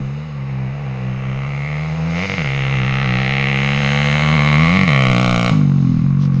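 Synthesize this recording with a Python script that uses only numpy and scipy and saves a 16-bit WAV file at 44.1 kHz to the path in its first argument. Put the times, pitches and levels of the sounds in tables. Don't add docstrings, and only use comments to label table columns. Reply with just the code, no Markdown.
import sys
import numpy as np
from scipy import signal
from scipy.io import wavfile
from scipy.ndimage import uniform_filter1d

SR = 44100
rng = np.random.default_rng(int(sys.argv[2]) if len(sys.argv) > 2 else 0)


def store_pcm(level_fs):
    pcm = np.round(np.clip(level_fs, -1, 1) * 32767).astype(np.int16)
    wavfile.write(sys.argv[1], SR, np.atleast_2d(pcm).T)


def gain_from_db(level_db):
    decades = np.asarray(level_db, float) / 20
    return 10 ** decades


N = 282240

# t/s, thump/dB, crack/dB, share smeared by the air on the way (0-1)
PASS = [(0, -23, -35.5, 1), (.4, -23, -38.5, 1), (.55, -21, -38.5, 0.9), (1.2, -21.5, -37, 0.84),
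        (1.72, -21, -32.5, 0.56), (2.04, -18, -31.5, 0.91), (2.19, -19, -25.5, 0.53),
        (2.5, -19, -27.5, 0.42), (2.75, -16.5, -25.5, 0.58), (3.3, -19, -24.5, 0.39),
        (3.85, -17.5, -21.5, 0.43), (4.45, -13.5, -22, 0.33), (5.0, -13, -20.5, 0.2),
        (5.49, -17, -21.5, 0.11), (5.515, -12, -25, 0.84), (5.64, -12, -37, 0.74), (6.0, -13, -37.5, 0.84),
        (6.4, -13, -38.5, 0.88)]


def in_time(table):
    s, *columns = np.transpose(table)
    return [np.interp(np.arange(N) / SR, s, c) for c in columns]


def bump(s, length):
    return np.exp(-((np.arange(N) / SR - s) / length) ** 2)


def rms_one(x):
    return x / np.sqrt(np.mean(x ** 2) + 1e-20)


def evened(x, span_s=0.12):
    size = int(span_s * SR)
    power = uniform_filter1d(uniform_filter1d(x ** 2, size), size)
    return x / np.sqrt(power + 1e-12)


def cut(x, hz, kind, order=2):
    return signal.sosfilt(signal.butter(order, hz, kind, fs=SR, output="sos"), x)


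def resonate(x, modes, turn, alternate=True, shimmer_db=0):
    shimmer_per_s = 4.0
    out = 0
    for k, (hz, width, front_db, rear_db) in enumerate(modes):
        r = np.exp(-np.pi * width / SR)
        a = [1, -2 * r * np.cos(2 * np.pi * hz / SR), r * r]
        b = [(1 - r * r) / 2, 0, (r * r - 1) / 2]
        waver = 0
        if shimmer_db:
            waver = np.interp(np.arange(N) / SR * shimmer_per_s, np.arange(60), rng.standard_normal(60))
        sign = (-1) ** (k * alternate)
        level = gain_from_db(front_db + rear_db * turn + shimmer_db * waver)
        out = out + sign * level * signal.lfilter(b, a, x)
    return out


def clicks(at, sizes):
    out, whole = np.full(N + 2, 1e-18), np.clip(at.astype(int), 0, N)
    np.add.at(out, whole, sizes * (1 - at % 1))
    np.add.at(out, whole + 1, sizes * (at % 1))
    return out[:N]


def swells(column):
    # t/s, firings per s added, rise/s, fall/s, thump added/dB
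    slips = [(0.249, 11, 0.258, .2, -0.5), (0.789, 6, 0.17, 0.13, -3.5), (2.308, 25.5, .18, 0.14, -1.5),
             (2.811, -2.5, 0.13, 0.18, 1), (3.116, -3, .11, .2, 2), (4.345, 4, 0.35, .05, 0),
             (4.617, 1, 0.13, 0.06, 2.5), (4.82, 30, .3, .14, 0.5), (5.148, -3, 0.069, 0.094, 0.5),
             (5.507, -4, 0.0077, 0.008, -8), (6.011, -8, .3, 0.04, -1), (6.165, -3, 0.075, 0.049, 0),
             (6.329, -2, 0.06, 0.019, -1)]
    t = np.arange(N) / SR
    total = 0
    for row in slips:
        s, rise, fall = row[0], row[2], row[3]
        away = np.where(t < s, (s - t) / rise, (t - s) / fall)
        total = total + row[column] * np.cos(np.pi / 2 * np.clip(away, 0, 1)) ** 2
    return total


def hops():
    # t/s, firings per s added
    ruts = [(0.255, 3.3), (0.368, 1.2), (0.48, 3.4), (0.568, 1.3), (0.739, 4), (0.817, 3), (1.07, 1.3),
            (1.187, 2.4), (1.264, 1.3), (1.371, 2.4), (1.481, 4), (1.572, 0.99), (1.676, 4), (1.747, 1.4),
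            (1.82, 2.8), (1.875, 3), (1.964, 3.4), (2.078, 2.3), (2.565, 3.3), (2.728, 3.2), (2.788, 0.8),
            (2.884, 4.4), (2.957, 2.6), (3.024, 4), (3.209, 3.6), (3.304, 2.8), (3.408, 1.8), (3.496, 3.1),
            (3.644, 1.3), (3.796, 4), (4.028, 2.2), (4.155, 2.6), (4.241, 1.9), (4.346, 4), (4.484, 0.9),
            (4.598, 0.98), (5.1, 3.9), (5.211, 2.9), (5.32, 2.6)]
    hop_s = 0.021
    t = np.arange(N) / SR
    coarse = t[::20]
    surge = sum(added * np.exp(-((coarse - s) / hop_s) ** 2) for s, added in ruts)
    mean = uniform_filter1d(uniform_filter1d(surge, size=300), size=300)
    return np.interp(t, coarse, surge - mean)


def cycles(rate):
    # t/s, peak level/dB
    sparks = [
        [(2.2558, -26), (2.2977, -7), (2.3181, -5), (2.3391, 11), (2.3815, -2)],
        [(4.7706, -1), (4.7915, -4), (4.8125, -9), (4.8334, -6), (4.8783, -7)],
        [(5.495, -18), (5.5165, 5)],
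    ]
    marks = [.0767, .1892, .2944, .4072, .5253, .647, .7651, .8795, 1.0036, 1.1292, 1.2525, 1.3742, 1.4905,
             1.6047, 1.714, 1.8203, 1.9229, 2.0232, 2.1329, 2.4585, 2.5762, 2.6954, 2.8163, 2.9393, 3.0586,
             3.1857, 3.3076, 3.4255, 3.5432, 3.6604, 3.7753, 3.8894, 4.0019, 4.1127, 4.2211, 4.3265, 4.433,
             4.5412, 4.6444, 4.7381, 4.9174, 5.036, 5.1634, 5.2935, 5.428, 5.6332, 5.7603, 5.8711, 5.9678,
             6.018, 6.1274, 6.2343, 6.3434]
    rev_limit = 96.5
    mark_lag_s, lone_miss_s = .0008, 2.431
    turns = np.cumsum(np.minimum(rate, rev_limit)) / SR
    heard = np.vstack(sparks)[:, 0]
    known = np.sort(np.append(heard, np.add(marks, mark_lag_s)))
    counted = np.interp(known * SR, np.arange(N), turns)
    whole = np.cumsum(np.round(np.diff(counted, prepend=0)))
    turns += np.interp(np.arange(N), known * SR, whole - counted)
    count = np.arange(np.ceil(turns[0]), turns[-1])
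    fired = whole[np.isin(known, heard)]
    at = np.interp(count, turns, np.arange(N))
    cutting = sum((count > fired[first]) & (count < fired[first + 4]) for first in (0, 5))
    sparked = (cutting == 0) | np.isin(count, fired)
    sparked &= np.abs(at / SR - lone_miss_s) > .005
    after_miss = sparked & ~np.roll(sparked, 1)
    return at, sparked, after_miss


def tailpipe_turn():
    abreast_s, swing_s, far_turn = 4.79, 0.29, 0.14
    swung = .5 + .5 * np.tanh((np.arange(N) / SR - abreast_s) / swing_s)
    return far_turn + (1 - far_turn) * swung


def flutter():
    # t/s, length/s, level/dB
    pockets = [(.03, 0.078, 1.5), (.28, 0.075, -4), (.48, 0.021, -2), (.65, 0.058, 1), (.97, 0.047, -3),
               (1.09, 0.04, 1.5), (1.21, 0.054, -1.5), (1.293, 0.034, 2), (1.498, .03, -1),
               (1.673, 0.016, -3), (1.87, 0.037, -1.5), (1.965, 0.02, -3), (2.04, 0.024, 0.5),
               (4.2, 0.024, -2), (4.33, 0.06, 1), (4.45, 0.046, -0.5), (5.948, 0.06, -1), (6.2, 0.087, 0)]
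    return sum(db * bump(s, length) for s, length, db in pockets)


def thump(at, sparked, chance):
    # f/Hz, width/Hz, level from the front/dB, added from the rear/dB
    pipe_modes = [(163.4, 49.6, 6, -6), (190, 119, -8, 13.5), (138.3, 25.3, 4, 12), (255, 21, -24, 16.5)]
    # f/Hz, width/Hz, level from the front/dB, added from the rear/dB
    body_modes = [(69, 70, -10, -7), (335, 60, -21, -11)]
    # t/s, share (0-1)
    intake_share = [(0, .85), (1.2, .8), (2.2, .85), (2.5, .62), (3.9, .62), (4.5, .7), (4.9, 0.3),
                    (5.25, 0.03), (6.4, 0.02)]
    unsparked_db = -6
    lag_s, front_lead_s = -.0054, -.0011
    rut_db = 0.04
    suction, turn = in_time(intake_share)[0], tailpipe_turn()
    here = at.astype(int)
    push = np.where(sparked, 1, gain_from_db(unsparked_db)) * gain_from_db(.45 * chance[:, 1])
    start = at + 3.5 * chance[:, 0] + (lag_s - front_lead_s * (1 - turn[here])) * SR
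    intake = clicks(start + np.gradient(at) / 4, push * suction[here])
    flow = clicks(start, push) - intake
    pipe = cut(resonate(flow, pipe_modes, turn), 100.2, "high")
    pipe = cut(pipe, 280, "low", order=4) - resonate(flow, body_modes, turn)
    level_db = in_time(PASS)[0] + swells(column=4) + flutter() + rut_db * hops()
    return gain_from_db(level_db) * evened(cut(pipe, 480, "low"), span_s=.045)


def focus(column):
    # t/s, length/s, bark/dB, rasp/dB, sizzle/dB
    lenses = [(.2, 0.22, -2, -1.5, 2.5), (0.897, 0.45, 2, 4, 0.5), (1.407, 0.19, 3, 1, -2),
              (1.706, 0.086, 1.5, 1, -2), (1.975, 0.16, 0.5, 0, 2.5), (2.9, 0.3, -1, 1, -4.5),
              (3.2, 0.22, -1, -1, -2), (3.418, 0.21, -0.5, 1.5, -7), (3.758, 0.23, -0.5, -2, -0.5),
              (4.403, 0.43, 3, -1, -2.5), (4.98, 0.083, 1.5, 0.5, -2.5), (5.305, 0.24, 3.5, -3, 1.5),
              (5.837, 0.28, -1.5, 0.5, 6.5), (6.25, 0.35, -2.5, 2, -2)]
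    return sum(row[column] * bump(row[0], row[1]) for row in lenses)


def scatter(shock, places=12):
    along = np.linspace(0, places - 1, N)
    patterns = rng.standard_normal((places, 600)) * np.exp(-np.arange(600) / 60.0)
    out = 0
    for k, pattern in enumerate(patterns):
        near = np.cos(np.pi / 2 * np.clip(along - k, -1, 1))
        out = out + signal.oaconvolve(shock * near, pattern)[:N]
    return out


def crack_band(scattered, jet, smeared, turn, modes, roar_share, edges):
    shimmer_db = 1.5
    sharp = evened(resonate(scattered + jet, modes, turn, alternate=False, shimmer_db=shimmer_db))
    roar = evened(resonate(rng.standard_normal(N), modes, turn, shimmer_db=shimmer_db), span_s=0.31)
    roar = cut(roar, edges, "band", order=1)
    share = np.clip(smeared ** 3 * roar_share, 0, 1)
    return cut(np.sqrt(1 - share) * sharp + np.sqrt(share) * roar, edges, "band", order=1)


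def trees(x):
    level_db, t60_s, lag_s = -7.5, 0.54, 0.013
    t = np.arange(SR // 2) / SR
    tail = rng.standard_normal(len(t)) * gain_from_db(-60 * t / t60_s) * (t > lag_s)
    return gain_from_db(level_db) * signal.oaconvolve(cut(x, 670, "high", order=1), tail / np.linalg.norm(tail))[:N]


def hollowed(x):
    # f/Hz, width/Hz, depth (0-1)
    hollows = [(421, 29, 0.7), (1020, 61, 0.57), (1634, 59, 0), (2564, 29, 0), (3410, 350, 0.31),
               (4480, 570, 0.5), (5650, 73, 0.02)]
    for hz, width, depth in hollows:
        x = x - depth * cut(x, (hz - width / 2, hz + width / 2), "band", order=1)
    return x


def crack(at, sparked, after_miss, chance):
    # f/Hz, width/Hz, level from the front/dB, added from the rear/dB
    bark_modes = [(493.5, 72, 2.5, 7), (640, 95, -3.5, 4.5), (801, 166, 0, -1), (1084, 200, 4.5, -0.5),
                  (1280, 550, 2.5, -11.5), (267, 220, -19, 21)]
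    rasp_modes = [(1893, 210, -4, -2), (2074, 880, 3.5, 2.5), (2172, 237, 1.5, -5.5), (2666, 180, -7, 8.5),
                  (3020, 160, -8, 9)]
    sizzle_modes = [(3730, 1110, 0, 4), (5550, 570, -4, -3), (6400, 370, 4.5, -6), (7360, 980, -51.5, 1)]
    spit_modes = [(7550, 170, -6.5, 17), (9700, 3700, -15.5, 7.2), (14800, 1900, -29, 10)]
    throttle_shut_s = 5.505
    haze_turn, coasting_turn = 0.45, 0.11
    ground_lag_s, ground_db, edge_hz = 0.001415, -11, 2540
    front_db, ring_db = -40, -0.5

    bark_db, smeared = in_time(PASS)[1:]
    rear, coasting = tailpipe_turn(), np.arange(N) > throttle_shut_s * SR
    rasp_db = bark_db + 11 - 15 * smeared - 8 * rear + focus(column=3)
    sizzle_db = bark_db - 8 - 6.5 * smeared - 0.5 * rear + focus(column=4)
    turn = np.where(coasting, coasting_turn, rear) + haze_turn * smeared

    spread_db = np.where(at > throttle_shut_s * SR, 1.2, .8)
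    size = np.where(sparked, 1, gain_from_db(-11)) * gain_from_db(spread_db * chance[:, 2] + .3 * after_miss)
    wobble = 16 * smeared[at.astype(int)] ** 2 * chance[:, 3]
    shock = clicks(at + wobble, -size)
    bounce = clicks(at + wobble + ground_lag_s * SR, -size)
    grounded = cut(shock + gain_from_db(ground_db) * bounce, edge_hz, "low")
    front = np.where(np.arange(N) < throttle_shut_s * SR, 1, .08)
    scattered = front * (grounded + gain_from_db(-22.5) * scatter(shock))
    puff = signal.lfilter([1], [1, -np.exp(-1000 / (2.6 * SR))], -shock)

    bare = evened(cut(cut(grounded, 200, "high", order=1), 2000, "low", order=4))
    out = gain_from_db(bark_db + front_db) * (1 - smeared) * front * bare
    # modes, level/dB, jet noise/dB, roar share, band edges/Hz
    layers = ((bark_modes, bark_db + ring_db + focus(column=2), -46, .75, (230, 1750)),
              (rasp_modes, rasp_db, -39, 1.4, (1500, 2800)),
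              (sizzle_modes, sizzle_db, -21, 12, (3200, 7600)))
    for modes, level_db, jet_db, roar_share, edges in layers:
        jet = gain_from_db(jet_db) * puff * rng.standard_normal(N)
        out = out + gain_from_db(level_db) * crack_band(scattered, jet, smeared, turn, modes, roar_share, edges)
    spit = resonate(evened((puff + 0.062) * rng.standard_normal(N)), spit_modes, turn)
    body = cut(hollowed(out + trees(out)), 6130, "low", order=4)
    return body + gain_from_db(sizzle_db - 20.5) * cut(spit, 6300, "high", order=4)


def glinting(x):
    # t/s, length/s, f/Hz, level/dB
    glints = [(.25, 0.18, 2840, 4), (0.8, 0.41, 708, 5.5), (1.547, 0.26, 2210, 5), (1.55, 0.14, 3020, -9),
              (2.3, 0.17, 4700, 8), (3.1, 0.3, 1300, 8), (3.196, 0.38, 2770, -4.5), (2.4, 0.091, 1400, 4.5),
              (3.9, 0.14, 700, 4), (3.555, 0.39, 320, 7), (4.051, 0.45, 440, -9), (4.9, 0.16, 2000, 5.5),
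              (3.6, 0.38, 3600, 2), (5.17, 0.37, 3200, 6.5), (5.4, 0.18, 600, -3.5), (3, 0.49, 390, -5),
              (2.3, 0.16, 500, 4.5), (0.68, 0.82, 430, 1.5), (4.9, .05, 500, -2.5), (4, 0.32, 560, 2.5),
              (4.76, 0.58, 1150, 4.5), (4.5, 0.63, 4000, 8), (4.75, 0.21, 950, -9.5),
              (4.93, 0.23, 1630, -12), (5.304, 0.2, 364, -26.5), (6.1, 0.31, 930, -9.5),
              (3.3, 0.23, 4300, 6.5), (6.3, 0.18, 474, 10), (6.148, 0.56, 1070, 8.5), (3.81, .35, 205, 4.5),
              (3.7, 0.56, 1600, 5.5), (3.9, 0.33, 1010, -13), (4.63, 0.39, 2200, 3),
              (4.7, 0.63, 1910, -8.5), (5.9, 0.16, 260, 8.5), (4.45, 0.21, 260, 7.5),
              (6.0, 0.54, 280, -6.5), (5.3, .35, 500, -5.5), (4.2, 0.9, 340, -5.5), (.9, 1, 85, 7),
              (4.2, 0.31, 8000, 4.5), (5.2, .25, 790, 1), (2.1, 0.39, 200, -14.5), (5.1, 0.26, 2300, 1)]
    # t/s, length/s, f/Hz, level/dB
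    more_glints = [(1.4, 0.99, 330, -4.5), (1.95, 0.35, 236, -8), (1, 0.83, 208, -5), (2.7, .25, 200, -5),
                   (6.3, .12, 460, -9), (5.72, 0.19, 430, 12), (3.3, 0.33, 760, 6.5), (3.9, 0.22, 710, -7.5),
                   (3.45, 0.56, 340, -6.5), (5.2, .2, 295, 5.5), (5.6, .1, 278, 8.5), (4.48, 0.22, 800, -1)]
    half_width = 0.15 / 2
    out = x.copy()
    for s, length, hz, db in [*glints, *more_glints]:
        first, last = max(int((s - 2 * length) * SR), 0), min(int((s + 2 * length) * SR), N)
        near = np.arange(first, last)
        band = cut(x[near], (hz * (1 - half_width), hz * (1 + half_width)), "band", order=1)
        out[near] += (gain_from_db(db * np.exp(-((near / SR - s) / length) ** 2)) - 1) * band
    return out


def wind():
    # t/s, peak level/dB, length/s
    gusts = [(0, -32, 0.056), (0.677, -50, 0.17), (1.103, -42, 0.067), (1.346, -41, 0.14),
             (2.041, -48, 0.27), (2.591, -42.5, 0.28), (3.097, -37, 0.29), (3.803, -41.5, 0.3),
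             (4.41, -50, 0.25), (4.724, -32, 0.082), (4.906, -47, 0.072), (5.105, -27.5, 0.052),
             (5.322, -29, 0.11), (5.485, -36, 0.045), (5.967, -33, 0.11), (6.125, -39, 0.055),
             (6.335, -34, 0.023)]
    calm_db = -53
    rumble = cut(cut(rng.standard_normal(N), 29, "low", order=5), 5.5, "high")
    blowing = gain_from_db(calm_db) + sum(gain_from_db(db) * bump(s, length) for s, db, length in gusts)
    return blowing * evened(rumble, span_s=.12)


def straw():
    # t/s, length/s, level/dB
    rustles = [
        (6.233, 0.035, -41),
        (6.364, 0.041, -46.5),
    ]
    grains = rng.standard_normal(N) * gain_from_db(3.9 * rng.exponential(1, N))
    shape = sum(gain_from_db(db) * bump(s, length) for s, length, db in rustles)
    return shape * rms_one(cut(cut(grains, 5800, "low", order=8), 880, "high"))


def scene():
    # t/s, firings per s
    road_speed = [(0, 65.6), (.5, 67), (0.92, 64.5), (1.0, 63), (1.35, 66), (1.61, 71), (1.71, 74.5),
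                  (1.9, 78), (2.13, 82.5), (2.47, 67.3), (3.32, 68.2), (3.89, 70.3), (4.5, 75.5),
                  (4.98, 62.9), (5.22, 62.6), (5.34, 59.8), (5.5, 59.6), (5.53, 56.8), (5.67, 49.6),
                  (6.4, 45.3)]
    hiss_db = -84
    at, sparked, after_miss = cycles(in_time(road_speed)[0] + swells(column=1) + hops())
    chance = rng.standard_normal((600, 4))[:len(at)]
    engine = glinting(thump(at, sparked, chance) + crack(at, sparked, after_miss, chance))
    return (engine + wind() + straw() + gain_from_db(hiss_db) * rng.standard_normal(N))[None]


def band_limit(x):
    return signal.sosfilt(signal.butter(12, 15760, fs=SR, output="sos"), x)


def record(dry):
    return band_limit(1.6 * np.tanh(dry / 1.6))


dry = scene()
out = record(dry)
store_pcm(out)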